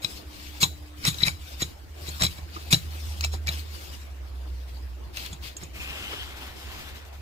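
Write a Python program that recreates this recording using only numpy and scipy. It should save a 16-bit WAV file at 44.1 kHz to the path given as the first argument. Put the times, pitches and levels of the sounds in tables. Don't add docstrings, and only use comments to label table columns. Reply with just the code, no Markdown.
import sys
import numpy as np
from scipy import signal
from scipy.fft import rfft, irfft, next_fast_len
from scipy.io import wavfile
from scipy.ndimage import uniform_filter1d, map_coordinates

SR = 44100
rng = np.random.default_rng(int(sys.argv[2]) if len(sys.argv) > 2 else 0)


def log_audio(samples):
    frames = np.atleast_2d(samples).T
    limited = np.clip(frames, -1, 1)
    pcm = np.round(limited * 32767).astype(np.int16)
    wavfile.write(sys.argv[1], SR, pcm)


N = 317957

# (hardest push [s], fine grit [dB], coarse grit [dB], thump [dB], knock [dB])
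STABS = [(0.042, -35, -35, -36.5, -43), (0.628, -17, -23.5, -22.5, -18.5), (1.055, -37, -25, -49, -35),
         (1.079, -19, -25, -20, -41), (1.227, -34, -28, -24, -45), (1.274, -24, -22.5, -26.5, -31),
         (1.619, -28, -27.5, -29, -35.5), (2.085, -36, -39, -38.5, -34), (2.22, -26.5, -21, -22.5, -48),
         (2.245, -23, -20, -24.5, -33.5), (2.384, -46.5, -43, -41, -38), (2.561, -64, -43, -64, -35.5),
         (2.73, -17.5, -18.5, -14.5, -29), (3.243, -35.5, -28, -54, -41), (3.34, -36, -33, -39, -35),
         (3.487, -34.5, -31, -33, -30), (5.327, -45, -46, -36, -52), (5.628, -61, -40, -39, -38),
         (6.132, -52, -36, -55, -32.5)]
# (frequency [Hz], level [dB], t60 [s])
SHAFT_MODES = [(2310, -18, .045), (3205, -16, .045), (3430, -17, .05), (3715, -13, .05), (3905, -7, .035),
               (3940, 0, .045), (4285, -14, .045), (5248, -18, .05), (5510, -16, .05)]
TIP_MODES = [(6430, -8, .06), (6720, -1, .07), (6960, 0, .04), (7412, -2, .06), (7960, -9, .05),
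             (9725, -13, .05), (11300, -12, .04), (12300, -13, .03)]
# (frequency [multiple of its pitch], level [dB], t60 [s])
STONE_MODES = [(.55, -15, 0.011), (1, 0, 0.043), (1.09, -7, 0.02), (1.48, -19, 0.015), (2.2, 3, 0.014)]
# (frequency [Hz], level [dB])
HISS_SPECTRUM = [(150, 5), (400, -1.5), (700, -6), (1150, -1.5), (1700, -3), (2700, 0.5), (4000, -2),
                 (5000, 0), (6000, -4), (7500, -5), (10000, -10), (12000, -6), (15500, -8.5)]
# (frequency [Hz], left-right likeness [0..1])
GRIT_LIKENESS = [(100, 1), (500, 0.22), (1000, 0.76), (2500, 0.57), (5000, 0.1), (14000, 0.083)]


def amp(db):
    return 10 ** (np.asarray(db) / 20)


def unit(x):
    return x / np.sqrt(np.mean(x ** 2) + 1e-20)


def clock():
    return np.arange(N) / SR


def fade(t, t60):
    return np.exp(-np.log(1000) * t / max(t60, 1e-3))


def along(points, hz):
    knots_hz, values = np.transpose(points)
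    return np.interp(np.log(hz + 1), np.log(knots_hz + 1), values)


def curves(rows):
    times, *columns = np.transpose(rows)
    return [np.interp(clock(), times, column) for column in columns]


def wobble(rate):
    return map_coordinates(rng.standard_normal(int(N * rate / SR) + 4), [np.arange(N) * rate / SR])


def filtered(x, response):
    size = next_fast_len(N + SR // 4)
    return irfft(rfft(x, size) * response(np.fft.rfftfreq(size, 1 / SR)), size)[..., :N]


def add(track, time, sound):
    part = track[..., max(round(time * SR), 0):][..., :sound.shape[-1]]
    part += sound[..., :part.shape[-1]]


def grainy_noise(spectrum, likeness, grain_db, patchy_db):
    grains = rng.standard_normal((2, N)) * amp(grain_db * wobble(1500))
    bands = signal.stft(grains, nperseg=512)[2]
    patches = uniform_filter1d(rng.standard_normal(bands.shape[1:]), size=4, axis=0)
    patches = unit(uniform_filter1d(patches, size=7, axis=1))
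    grains = signal.istft(bands * amp(patchy_db * patches), nperseg=512)[1][:, :N]

    def mid_side_eq(hz):
        width = np.arccos(np.clip(along(likeness, hz), -1, 1)) / 2
        return amp(along(spectrum, hz)) * np.array([np.cos(width), np.sin(width)])

    mid, side = filtered(grains, mid_side_eq)
    return unit(np.array([mid + side, mid - side]))


def ring(modes, t, attack, scatter_db, detune):
    chance = rng.standard_normal((len(modes), 2))
    tones = sum(amp(db + scatter_db * a) * fade(t, t60) * np.sin(2 * np.pi * hz * (1 + detune * b) * t)
                for (hz, db, t60), (a, b) in zip(modes, chance))
    return tones * (1 - np.exp(-t / attack))


def singing(modes):
    def resonance(hz):
        return sum(amp(db) / (1 + 2j * np.pi * (hz - mode_hz) * t60 / np.log(1000))
                   for mode_hz, db, t60 in modes)

    return unit(filtered(rng.standard_normal(N), resonance))


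def stroke(start, end, rise, fall):
    t, length = clock(), max(end - start, .01)
    return np.clip((t - start) / (rise * length), 0, 1) * fade(np.maximum(t - end, 0), fall * length)


def placed(x, lag):
    # (frequency [Hz], left minus right [dB])
    balance = [(150, -2.5), (300, 2), (550, -1), (1000, -3.5), (2300, 3), (4000, 10.5), (5500, 2),
               (8000, -3.5), (10000, 0), (13000, 2.5)]
    return filtered(x, lambda hz: np.array([
        amp(side * along(balance, hz) / 2) * np.exp(-1j * side * np.pi * hz * lag) for side in (1, -1)]))


def air():
    # (frequency [Hz], level [dB])
    spectrum = [(20, -7), (40, -13), (60, 9.5), (85, 4.5), (115, -7), (170, -14), (240, -14), (330, -8),
                (480, -15), (700, -14.5), (1000, -18.5), (2000, -22.5), (4000, -30.5), (8500, -40.5),
                (15500, -39.5)]
    # (frequency [Hz], left-right likeness [0..1])
    likeness = [(60, 0.77), (150, 1), (400, 0.033), (1000, 0.011), (8000, 0.03)]
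    # (time [s], level [dB])
    swell = [(0, -43.5), (0.9, -46.5), (3.5, -43.5), (7.2, -44.5)]
    db, = curves(swell)
    return amp(db + 0.17 * wobble(5.9)) * grainy_noise(spectrum, likeness, grain_db=0, patchy_db=3)


def engine():
    # (time [s], firing rate [Hz], level [dB])
    revs = [(0, 70.1, -54), (0.5, 70.07, -41.5), (1.15, 70.5, -45), (2.1, 75.5, -36.5), (2.6, 75.35, -39.5),
            (3.27, 75.6, -26), (3.6, 75.8, -32), (3.92, 71.1, -41.5), (4.42, 63.65, -31.5),
            (5.0, 62.6, -34.5), (5.38, 64.3, -43), (7.2, 70, -42.5)]
    # (frequency [Hz], level [dB], end [s])
    hums = [(62.8, -57, 2.7), (300, -55.5, 1.95)]
    firing_hz, db = curves(revs)
    phase = 2 * np.pi * np.cumsum(firing_hz * (1 + 0.0054 * wobble(9))) / SR
    drone = amp(db + 0.14 * wobble(14)) * (np.sin(phase) + amp(-47) * np.sin(2 * phase))
    for hum_hz, hum_db, end in hums:
        level = amp(hum_db + wobble(6.9)) * np.clip((end - clock()) / 0.94, 0, 1)
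        drone += np.sqrt(2) * level * np.sin(2 * np.pi * hum_hz * clock() + 0.26 * wobble(6.4))
    return drone * amp([[-.9], [.9]])


def room(x):
    # (frequency [Hz], t60 [s])
    decay = [(100, 0.79), (1000, 0.095), (4000, 0.22), (14000, 0.51)]
    hz, t, bands = signal.stft(rng.standard_normal((2, SR // 3)), SR, nperseg=256)
    tail = signal.istft(bands * amp(-60 * t / along(decay, hz)[:, None]), SR, nperseg=256)[1]
    return signal.fftconvolve(x, tail / np.linalg.norm(tail[0]), axes=1)[:, :N]


def stirring():
    # (start [s], end [s], hiss [dB], harsh band [dB])
    scrapes = [(0.0, 0.164, -42, -62), (0.226, 0.588, -47, -51), (0.846, 0.893, -53, -68),
               (0.947, 1.241, -41.5, -60), (1.37, 1.642, -46, -61), (1.93, 2.26, -42, -53),
               (2.417, 2.832, -47.5, -52), (2.844, 3.19, -44, -71), (3.47, 3.597, -41, -48),
               (3.64, 3.933, -43.5, -71), (4.303, 4.608, -59.5, -67), (4.654, 4.787, -53.5, -72),
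               (5.124, 5.257, -41, -40.5), (5.405, 5.496, -45, -44), (5.543, 5.66, -51.5, -60)]
    # (frequency [Hz], level [dB])
    harsh_spectrum = [(200, -18), (800, -7), (1700, 3), (2600, 8), (3500, 3.5), (4500, 7.5), (6000, -5),
                      (8400, -10), (15500, -6)]
    soft, harsh = np.full(N, amp(-59)), np.zeros(N)
    for start, end, hiss_db, harsh_db in scrapes:
        speed = stroke(start, end, rise=0.35, fall=2.37)
        soft = np.hypot(soft, amp(hiss_db) * speed)
        harsh = np.hypot(harsh, amp(harsh_db) * speed)
    hiss = soft * grainy_noise(HISS_SPECTRUM, GRIT_LIKENESS, grain_db=-0.5, patchy_db=3.5)
    scrape = harsh * grainy_noise(harsh_spectrum, GRIT_LIKENESS, grain_db=4, patchy_db=0)
    return amp(1.6 * wobble(45)) * (hiss + scrape) * amp([[.5], [-.5]])


def sweeping():
    # (start [s], end [s], hiss [dB], drag [dB])
    sweeps = [(5.726, 6.227, -43, -42.5), (6.36, 6.503, -49.5, -52), (6.55, 6.86, -45.5, -47.5),
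              (6.945, 6.991, -53.5, -70), (7.048, 7.086, -53.5, -72), (7.127, 7.157, -52.5, -72)]
    # (frequency [Hz], level [dB])
    drag_spectrum = [(120, -12), (300, 5), (600, 3), (1200, 4), (2000, 5.5), (3000, 3.5), (5000, -8),
                     (9000, -35)]
    speed = sum(amp(db) * stroke(start, end, rise=0.072, fall=1.99) for start, end, db, _ in sweeps)
    load = sum(amp(db) * stroke(start, end, rise=0.45, fall=3.9) for start, end, _, db in sweeps)
    hiss = speed * grainy_noise(HISS_SPECTRUM, GRIT_LIKENESS, grain_db=0.5, patchy_db=2.5)
    drag = load * grainy_noise(drag_spectrum, GRIT_LIKENESS, grain_db=0, patchy_db=2)
    start, end = sweeps[0][:2]
    start_hz, climb_hz_per_s, width_hz = 2430, 1350, 350
    rasp_hz = start_hz + climb_hz_per_s * (clock() - start)
    roughness = unit(filtered(rng.standard_normal(N), lambda hz: 1 / (1 + (hz / width_hz) ** 2)))
    rising_band = roughness * np.sin(2 * np.pi * np.cumsum(rasp_hz) / SR)
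    rasp = amp(-38) * stroke(start, end, rise=0.14, fall=.4) * rising_band
    return amp(1.23 * wobble(40)) * (hiss + drag + rasp)


def pebbles():
    # (time [s], level [dB], pitch [Hz])
    collisions = [(1.0505, -23, 2400), (1.2818, -10.5, 2260), (2.385, -36, 2300), (2.565, -29, 1220),
                  (2.7248, -15, 3430), (3.2397, -14.5, 2404), (3.48, -15.5, 2330), (5.17, -24, 2690),
                  (5.2617, -30, 3400), (5.3283, -33.5, 3370), (6.1315, -29, 1400)]
    clacks = np.zeros(N)
    t = np.arange(SR // 10) / SR
    for time, db, hz in collisions:
        clack = ring(np.multiply(STONE_MODES, [hz, 1, 1]), t, attack=.00033, scatter_db=3, detune=.03)
        add(clacks, time, amp(db - 4.5) * clack)
    return clacks


def thumps():
    # (frequency [Hz], level [dB], t60 [s])
    ground_modes = [(119, -12, 0.17), (149.3, 0, 0.084), (172.3, -11.5, 0.15), (311, -14.5, 0.068)]
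    boom_mode = (80.5, -9.5, 0.36)
    # (frequency [Hz], level [dB])
    knock_spectrum = [(100, -33), (230, -14), (340, -1.5), (470, -11), (700, -9.5), (1000, -12.5),
                      (2000, -20), (6000, -63)]
    ground, knocks = np.zeros(N), np.zeros(N)
    t = np.arange(SR // 2) / SR
    for time, _, _, thump_db, knock_db in STABS:
        thump = ring(ground_modes, t, attack=.0032, scatter_db=1, detune=.032)
        boom = ring([boom_mode], t, attack=.042, scatter_db=3, detune=.015)
        add(ground, time, amp(thump_db + 4.5) * (thump + boom))
        add(knocks, time, amp(knock_db - 1.5) * fade(t, t60=0.1))
    return ground + knocks * grainy_noise(knock_spectrum, GRIT_LIKENESS, grain_db=4, patchy_db=-5)


def clinks():
    # (time [s], shaft ring [dB], tip ring [dB], crack [dB], left minus right [dB])
    hits = [(0.0461, -19, -32, -21.5, 8.5), (0.615, -32, -37, -25, 3), (0.6299, -14, -31, -11, -5),
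            (0.632, -6.5, -24, -31, -11), (0.6364, -11, -16, -45, -3), (1.052, -29, -36, -15, 3),
            (1.0674, -19.5, -29, -26, 4), (1.079, -17, -34, -40, -2), (1.0868, -27, -26, -21, 10),
            (1.1425, -28, -38, -34, -1), (1.1841, -30, -54, -47, 6), (1.2045, -27, -49, -42, 8),
            (1.229, -15, -48, -42, -6), (1.2338, -10.5, -47, -45, 9), (1.2665, -25, -29, -22, 7),
            (1.6199, -23, -19.5, -27, 0), (1.627, -14.5, -30, -55, -9), (2.0885, -38.5, -30.5, -48, 14),
            (2.221, -13.5, -20, -17, -5), (2.2362, -18, -33, -11, 5), (2.2487, -15.5, -26, -36, -4),
            (2.265, -16.5, -39, -24.5, -5), (2.7275, -12.5, -38, -7.5, 3), (2.7329, -15, -36, -11, 1),
            (2.7427, -6.5, -36, -21, -6), (3.209, -37, -29, -20.5, 6), (3.2464, -23, -21.5, -14.5, -1),
            (3.472, -42, -33, -24, -2), (3.489, -16, -40, -22, -7), (5.1712, -36, -55, -27, 8.5),
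            (5.2624, -48, -55, -30, 4), (5.331, -53, -32.5, -44, -4), (5.567, -56, -27, -34, -5),
            (5.6336, -48, -30, -55, -2)]
    # (frequency [Hz], level [dB])
    crack_spectrum = [(200, -22), (900, -19.5), (1300, 8.5), (1800, -19), (2500, 1), (3500, 0), (5500, 6),
                      (8000, -5), (10000, -14), (15500, -4)]
    # (time [s], level [dB])
    releases = [(0.643, -37.5), (1.087, -41), (1.187, -37), (1.269, -42)]
    # (frequency [Hz], level [dB], t60 [s])
    free_modes = [(3938, 0, .34), (3962, -10, .25)]
    pressed = [1, 1, 0.73]
    stone_hz, spread_octaves = 2490, 0.473
    rings, cracks = np.zeros((2, N)), np.zeros(N)
    t = np.arange(SR // 3) / SR
    for time, shaft_db, tip_db, crack_db, pan_db in hits:
        shaft = ring(np.multiply(SHAFT_MODES, pressed), t, attack=.0012, scatter_db=1.5, detune=.0015)
        tip = ring(np.multiply(TIP_MODES, pressed), t, attack=.0008, scatter_db=2.5, detune=.0015)
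        pan = amp([[pan_db / 2], [-pan_db / 2]])
        add(rings, time, pan * (amp(shaft_db) * shaft + amp(tip_db - 5.5) * tip))
        pitch = stone_hz * 2 ** (spread_octaves * rng.uniform(-0.97, 1))
        stone = ring(np.multiply(STONE_MODES, [pitch, 1, 1]), t, attack=.0003, scatter_db=4, detune=.04)
        add(rings, time, amp(crack_db - 13.5) * stone)
        add(cracks, time, amp(crack_db) * fade(t, t60=0.012))
    free_ring = ring(free_modes, t, attack=.004, scatter_db=0, detune=0)
    for time, db in releases:
        add(rings, time, amp(db) * free_ring)
    return rings + cracks * grainy_noise(crack_spectrum, GRIT_LIKENESS, grain_db=1.5, patchy_db=3)


def crunch():
    # (frequency [Hz], level [dB])
    fine_spectrum = [(1500, -30), (4000, 13.5), (6200, -8.5), (7100, 5), (8200, 2), (10300, -2.5),
                     (12000, 3.5), (15500, -7.5)]
    coarse_spectrum = [(150, 10), (450, -6), (900, -5), (1250, 3), (1750, 3.5), (2350, 6.5), (3800, -17.5),
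                       (4700, 0.5), (5500, 3), (6300, -14), (9000, -27), (16000, -52)]
    drive_s, first_bite = .025, 0.12
    t = np.arange(SR // 4) / SR
    drive = np.linspace(first_bite, 1, round(drive_s * SR))
    stop = fade(t, t60=0.12)
    trickle = amp(-12.5) * fade(t, t60=0.2)
    push = np.concatenate([drive, np.maximum(stop, trickle)])
    fine_power, coarse_power = np.zeros(N), np.zeros(N)
    for time, fine_db, coarse_db, _, _ in STABS:
        add(fine_power, time - drive_s, (amp(fine_db) * push) ** 2)
        add(coarse_power, time - drive_s, (amp(coarse_db) * push) ** 2)
    bright = amp(-4) * grainy_noise(fine_spectrum, GRIT_LIKENESS, grain_db=-1, patchy_db=5)
    bright += amp(-11) * singing(TIP_MODES)
    stony = amp(-4.5) * grainy_noise(coarse_spectrum, GRIT_LIKENESS, grain_db=2.5, patchy_db=4)
    stony += amp(-14) * singing(SHAFT_MODES)
    return np.sqrt(fine_power) * bright + np.sqrt(coarse_power) * stony


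def scene():
    digging = crunch() + clinks() + pebbles() + thumps() + stirring()
    close = placed(digging, lag=0.0002996) + placed(sweeping(), lag=0.00016)
    return air() + amp(-16) * room(close) + engine() + close


def record(dry):
    ceiling, top_hz = .92, 15600
    rounded = dry / (1 + np.abs(dry / ceiling) ** 6) ** (1 / 6)
    return filtered(rounded, lambda hz: hz < top_hz)


dry = scene()
out = record(dry)
log_audio(out)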